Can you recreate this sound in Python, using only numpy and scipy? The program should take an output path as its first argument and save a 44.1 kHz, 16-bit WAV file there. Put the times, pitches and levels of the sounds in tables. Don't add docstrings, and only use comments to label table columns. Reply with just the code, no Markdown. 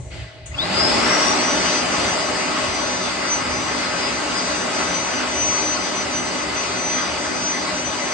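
import sys
import numpy as np
from scipy import signal
from scipy.fft import rfft, irfft, next_fast_len
from scipy.io import wavfile
from scipy.ndimage import uniform_filter1d, map_coordinates

SR = 44100
rng = np.random.default_rng(int(sys.argv[2]) if len(sys.argv) > 2 else 0)


def undo_db(level):
    steps = np.asarray(level, float) / 20
    return 10 ** steps


def pcm_store(signal):
    levels = np.round(np.clip(np.atleast_2d(signal), -1, 1) * 32767)
    wavfile.write(sys.argv[1], SR, levels.astype(np.int16).T)


N = 358533
TIME_S = np.arange(N) / SR
COARSE_S = np.arange(0, N + 64, 64) / SR
FULL_HZ = 250.7

# pitch_hz, level_db (per Hz)
HISS = [(5200, -48), (5700, 0), (6200, 2.5), (7200, 1.5), (7600, 2.5), (8100, -1.5), (9000, -12),
        (9600, -16.5), (10300, -30.5), (10800, -58)]
# time_s, gain_db (over the settled roar)
GAIN = [(0, 16.5), (1.06, 8), (1.8, 3.5), (2.06, 4.5), (2.27, 2), (2.66, 1.5), (3.52, 0), (4.2, 1),
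        (4.9, 1.5), (5.05, 0), (5.21, 1), (5.37, 0.4), (5.5, 1.5), (5.7, 0), (7.8, -0.5), (8.13, -0.1)]


def unit(x):
    return x / np.sqrt(np.mean(x ** 2) + 1e-20)


def along(points, hz):
    f, v = np.transpose(points)
    return np.interp(np.log(hz + 1), np.log(f + 1), v)


def fine(values):
    return np.interp(TIME_S, COARSE_S, values)


def wobble(rate, channels=1):
    knots = rng.standard_normal((channels, int(N * 40 / SR) + 4))
    return np.array([fine(map_coordinates(k, [COARSE_S * min(rate, 40)])) for k in knots])


def swells(rows):
    return fine(sum(db * np.exp(-((COARSE_S - s) / half) ** 2) for s, half, db in rows))


def switched_on(start_s, rise_s):
    return np.clip((TIME_S - start_s) / rise_s, 0, 1)


def filtered(x, response):
    m = 2 * next_fast_len(N // 2 + SR // 4)
    return irfft(rfft(x, m) * response(np.fft.rfftfreq(m, 1 / SR)), m)[..., :N]


def gain_db():
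    s, db = np.transpose(GAIN)
    return np.interp(TIME_S, s, db)


def shaft():
    motor_on_s, kick_s, load_s, load_share = .464, .07, .269, .583
    t = np.clip(TIME_S - motor_on_s, 1e-3, None)
    slow_climb = load_share * np.exp(-t / load_s)
    pull_away = (1 - load_share) * np.exp(-t / kick_s)
    return FULL_HZ * (1 - slow_climb - pull_away)


def level(settled_db, growth):
    return settled_db + growth * 20 * np.log10(shaft() / FULL_HZ) + gain_db()


def ports(hz):
    # pitch_hz, width_hz, left_db, right_db
    standing = [(69, 14, 6.5, 3.5), (115, 14, 5.5, 7), (182.1, 17.6, 11, 9.5), (247, 38, 3, 6.5),
                (301.4, 20, 11.5, 8.5), (383, 44, 3, 2), (485, 20, -5, -11.5), (555, 36, 8, -2),
                (615, 28, 11, 11), (780, 38, -2.5, 1.5), (1094, 51, 7.5, 3.5), (1024.4, 39, -1, -6.5),
                (1275, 24, 6, 2.5), (1320, 36, 0, 4), (1450, 90, 6.5, 2.5), (1560, 33, -1, -1.5),
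                (2014, 82, 5.5, 4), (2110, 70, 2, 3), (2800, 200, 2.5, 1.5)]
    # pitch_hz, left_minus_right_db
    port_colour = [(60, -2), (200, -1.5), (600, 0), (1500, 0.5), (3800, 1.5), (6000, 0.5), (7500, 8.5),
                   (8800, 18), (10000, 14)]
    peaks = 0
    for centre, width, left, right in standing:
        peaks = peaks + np.outer([left, right], 1 / (1 + (2 * (hz - centre) / width) ** 2))
    return undo_db(peaks + np.outer([.5, -.5], along(port_colour, hz)))


def rush(spectrum, patchy_db):
    # pitch_hz, left_right_likeness (0-1)
    likeness = [(60, 1), (250, 0.77), (600, 0.61), (1200, 0.38), (2500, 0.67), (5000, 0.18), (9600, 0.27)]
    z = signal.stft(rng.standard_normal((2, N)), nperseg=512)[2]
    patches = uniform_filter1d(rng.standard_normal(z.shape[1:]), size=6, axis=0)
    patches = uniform_filter1d(patches, size=14, axis=1)
    pair = signal.istft(z * undo_db(patchy_db * unit(patches)), nperseg=512)[1][:, :N]

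    def mid_side(hz):
        angle = np.arccos(np.clip(along(likeness, hz), -1, 1)) / 2
        return undo_db(along(spectrum, hz)) * [np.cos(angle), np.sin(angle)]

    mid, side = filtered(pair, mid_side)
    out = filtered(np.array([mid + side, mid - side]), ports)
    return out / np.std(out.mean(axis=0))


def tiles(x):
    # pitch_hz, t60_s
    decay = [(200, 0.32), (2000, 0.66), (6000, 1), (10000, 0.099)]
    hz, t, z = signal.stft(rng.standard_normal((2, SR // 2)), SR, nperseg=256)
    tail = signal.istft(z * undo_db(-60 * t / along(decay, hz)[:, None]), SR, nperseg=256)[1]
    return signal.fftconvolve(x, tail / np.linalg.norm(tail[0]), axes=1)[:, :N]


def near_walls(x):
    # pitch_hz, level_db (against the direct sound)
    echo = [(100, -25), (500, -5.5), (1500, -7.5), (4000, -2.5), (9000, -11)]
    lag_samples = 1.9
    t = np.arange(SR // 4) / SR
    cluster = (t > .002) * undo_db(-60 * t / 0.14) * rng.standard_normal((2, len(t)))
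    cluster /= np.linalg.norm(cluster, axis=1, keepdims=True)

    def paths(hz):
        share = undo_db(along(echo, hz))
        direct = np.exp(-1j * np.pi * np.outer([lag_samples, -lag_samples], hz) / SR)
        return (direct + share * rfft(cluster, 2 * len(hz) - 2)) / np.sqrt(1 + share ** 2)

    return filtered(x, paths)


def washroom():
    # pitch_hz, level_db (per Hz)
    low = [(15, -39.5), (25, -17), (35, -16), (50, -3), (70, 0), (130, -1), (170, -10), (230, -55.5)]
    # pitch_hz, level_db (per Hz)
    vent = [(150, -26), (220, -6), (500, 1.5), (650, -6), (800, -0.5), (1200, -17), (1600, -46.5)]
    # pitch_hz, level_db (per Hz)
    scuff_colour = [(700, -40), (1100, -14.5), (1800, -5), (2500, -6.5), (3500, -10), (4600, -7.5),
                    (5200, -16), (6500, -26), (7500, -53.5)]
    # time_s, half_length_s, level_db
    grip = [(0, 0.037, 4), (.23, 0.03, 6), (.33, 0.1, -8.5), (.55, 0.07, 2), (1.3, .3, -1), (2.04, 0.17, 6),
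            (2.69, .07, 10), (3.64, 0.24, 7), (4.87, .05, 6), (5.44, .05, 4), (7.1, .06, 6)]
    vent_puffs = [(0, 0.016, 3.8), (.17, .04, 6.5)]  # time_s, half_length_s, level_db
    vent_db = -45.5 - 9 * TIME_S + swells(vent_puffs)

    scuff_s, rise_s, hold_s, fall_db_per_s = .1, 0.027, .08, 58
    scuff_db = -41.5 - fall_db_per_s * np.clip(TIME_S - scuff_s - hold_s, 0, None)
    scuff = undo_db(-54) + switched_on(scuff_s, rise_s) * undo_db(scuff_db)

    quickens_s = .22
    fading_db = -50 - 23 * (TIME_S + 2 * np.clip(TIME_S - quickens_s, 0, None))

    quiet = undo_db(vent_db) * rush(vent, patchy_db=1.2)
    quiet += scuff * rush(scuff_colour, patchy_db=1.2)
    quiet += undo_db(fading_db) * rush(HISS, patchy_db=1.2)
    drowned = 1 - switched_on(.55, .3)
    rumble_db = -45 + 0.75 * gain_db() + swells(grip) + 1.5 * wobble(6)
    return quiet * drowned + undo_db(rumble_db) * rush(low, patchy_db=-0.2)


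def vent_hum():
    # pitch_hz, level_db
    vent_lines = [(622, -48), (663, -49)]
    hum = 0
    for hz, db in vent_lines:
        hum = hum + undo_db(db + wobble(8, channels=2)) * np.sin(2 * np.pi * hz * TIME_S)
    return hum * switched_on(.03, 0.043) * (1 - switched_on(0.7, .3))


def relay():
    # pitch_hz, level_db
    click_colour = [(200, -34), (1000, -3), (3500, -3), (5200, -15), (6700, 8), (8200, -4), (10300, -14),
                    (11000, -60)]
    # start_s, level_db
    hit = (.457, -25)
    start_s, level_db = hit
    since_s = np.clip(TIME_S - start_s, 0, None)
    decay = undo_db(level_db - 60 * since_s / 0.089)
    burst = switched_on(start_s, 0.0088) * decay * rng.standard_normal((2, N))
    return filtered(burst, lambda hz: undo_db(along(click_colour, hz)) * ports(hz))


def air():
    # pitch_hz, level_db (per Hz)
    casing = [(110, -33.5), (140, -6.5), (250, -1), (500, 0.5), (900, 3), (1050, -8.5), (1300, -48.5)]
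    # pitch_hz, level_db (per Hz)
    jet = [(800, -41), (950, -1.5), (1100, 2), (1500, -1), (1800, -1.5), (2400, -1.5), (3000, -4),
           (3200, -10.5), (3700, -59)]
    # pitch_hz, level_db (per Hz)
    splash = [(2700, -49), (3000, -20.5), (3300, -0.5), (4100, -2), (4350, 1.5), (4700, 2.5), (5050, 1.5),
              (5450, -6), (5900, -20.5), (6600, -45.5)]
    flutter = wobble(14)
    casing_db = level(-28.5, 3.4) + 0.2 * wobble(4) + 0.1 * flutter
    jet_db = level(-28.5, 3.8) + 0.3 * wobble(4.37) + 0.46 * flutter
    splash_db = level(-33.5, 3.6) + 0.44 * wobble(6.8) + 0.91 * flutter
    hiss_db = level(-38.5, 4.4) + .4 * wobble(4) + 0.19 * flutter
    out = undo_db(casing_db) * rush(casing, patchy_db=0.37)
    out += undo_db(jet_db) * rush(jet, patchy_db=1.42)
    out += undo_db(splash_db) * rush(splash, patchy_db=1.2)
    out += undo_db(hiss_db) * rush(HISS, patchy_db=0.93)
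    return out


def finger_flicker():
    share = .62
    echo_real, echo_imag = share * wobble(17, channels=2)
    return np.tanh(1.3 * np.hypot(1 + echo_real, .3 * echo_imag))


def motor():
    # multiple, left_db, right_db, left_lead_rad
    weak_orders = [(1.987, -47, -39, 2.5), (3.99, -39.5, -48, 1.7), (5.1, -39, -53.5, 4.5),
                   (7.08, -46, -64.5, 0.69), (8.9, -57, -60.5, 0.9), (24.6, -67.5, -61.5, 26),
                   (27.6, -62, -65, 2), (31.7, -57, -74, 5.5)]
    # pitch_hz, width_hz, level_db
    duct_peaks = [(2050, 250, -12), (2700, 220, -8), (3500, 320, 2), (3880, 300, 1), (4400, 600, -14),
                  (5000, 450, 2), (5780, 260, -1), (6050, 300, 0)]
    # time_s, half_length_s, level_db
    hand_whine = [(1.05, 0.025, 4), (1.64, 0.2, 3), (1.86, 0.046, -15), (2.21, 0.042, -6),
                  (2.56, 0.2, -7.5), (3.17, 0.098, -10), (3.33, 0.034, 14.5), (3.47, 0.034, -10),
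                  (3.88, 0.077, -12), (4.03, 0.027, -5), (4.34, 0.2, -4.5), (4.69, 0.034, -13),
                  (4.94, 0.058, 8), (5.25, 0.037, -20), (5.55, 0.28, 10.5), (5.58, 0.065, -3),
                  (5.99, 0.05, 3), (6.17, 0.038, 9), (6.34, 0.037, 4.5), (6.51, 0.042, -13),
                  (6.59, 0.044, 7), (6.93, 0.13, 8), (7.08, 0.026, -4), (7.36, 0.016, 6), (7.5, 0.062, 10),
                  (7.61, 0.021, 0), (7.73, 0.03, -6), (7.84, 0.067, 9)]
    # time_s, half_length_s, level_db
    hand_blade = [(1.11, 0.28, -8), (1.81, 0.04, 9), (2.17, 0.06, 11), (2.46, 0.061, 3), (2.75, 0.17, 1.5),
                  (3.53, 0.044, 10.5), (4.07, 0.064, 11.5), (4.38, 0.07, 11), (5.44, 0.12, -3),
                  (5.94, 0.18, -4), (7.46, 0.037, 10), (7.77, 0.12, -7)]
    shaft_hz = shaft()
    turn = 2 * np.pi * np.cumsum(shaft_hz + .27 * wobble(30)[0]) / SR
    sides = np.array([[.5], [-.5]])

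    def tone(multiple, lead_rad):
        phase = multiple * turn + sides * lead_rad + .35 * wobble(12, channels=2)
        return np.sqrt(2) * np.sin(phase)

    duct = 0
    for hz, width, db in duct_peaks:
        duct = duct + undo_db(db) / (1 + (2 * (24 * shaft_hz - hz) / width) ** 4)
    pan_db = np.clip(4 + 2.5 * wobble(5)[0], 0, 8)
    whine_db = level(-33, 0) + swells(hand_whine) + sides * pan_db + 1.5 * wobble(35, channels=2)
    blade_db = level(-40, 8.3) + swells(hand_blade) + 2.5 * sides + 3 * wobble(30, channels=2)
    hum_db = level(-42.5, 1.5) + 3 * wobble(14) - 5 * sides

    out = duct * finger_flicker() * undo_db(whine_db) * tone(24, 1.78)
    out += finger_flicker() * undo_db(blade_db) * tone(20, 1.17)
    out += undo_db(hum_db) * tone(1, .3)
    held_db = level(-3, 3.4)
    for multiple, left, right, lead_rad in weak_orders:
        order_db = held_db + [[left], [right]] + 1.8 * wobble(6, channels=2)
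        out += undo_db(order_db) * tone(multiple, lead_rad)
    return out * switched_on(.48, .03)


def scene():
    whine, click = motor(), relay()
    climbing = 1 - switched_on(1.0, .4)
    whine_send = undo_db(4) * whine * climbing * (shaft() / FULL_HZ) ** 5
    wet = tiles(whine_send + undo_db(-2.5) * click)
    direct = whine * undo_db(-1.5 * climbing) + click
    return direct + wet + vent_hum() + near_walls(air() + washroom())


def roll_off(x):
    return signal.sosfilt(signal.butter(12, 10240, fs=SR, output="sos"), x)


def record(dry):
    # usual_hz, occasional_hz
    edge_hz = [(9650, 10250), (8950, 9450)]
    usual, occasional = np.array(edge_hz)[:, :1], np.array(edge_hz)[:, 1:]
    hz, t, z = signal.stft(dry, SR, nperseg=2048)
    spare = uniform_filter1d(rng.standard_normal((2, len(t))), size=2, axis=1) > [[.45], [.9]]
    edge = np.where(spare, occasional, usual)
    mix = signal.istft(z * (hz[:, None] < edge[:, None]), SR, nperseg=2048)[1][:, :N]
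    return roll_off(mix)


dry = scene()
out = record(dry)
pcm_store(out)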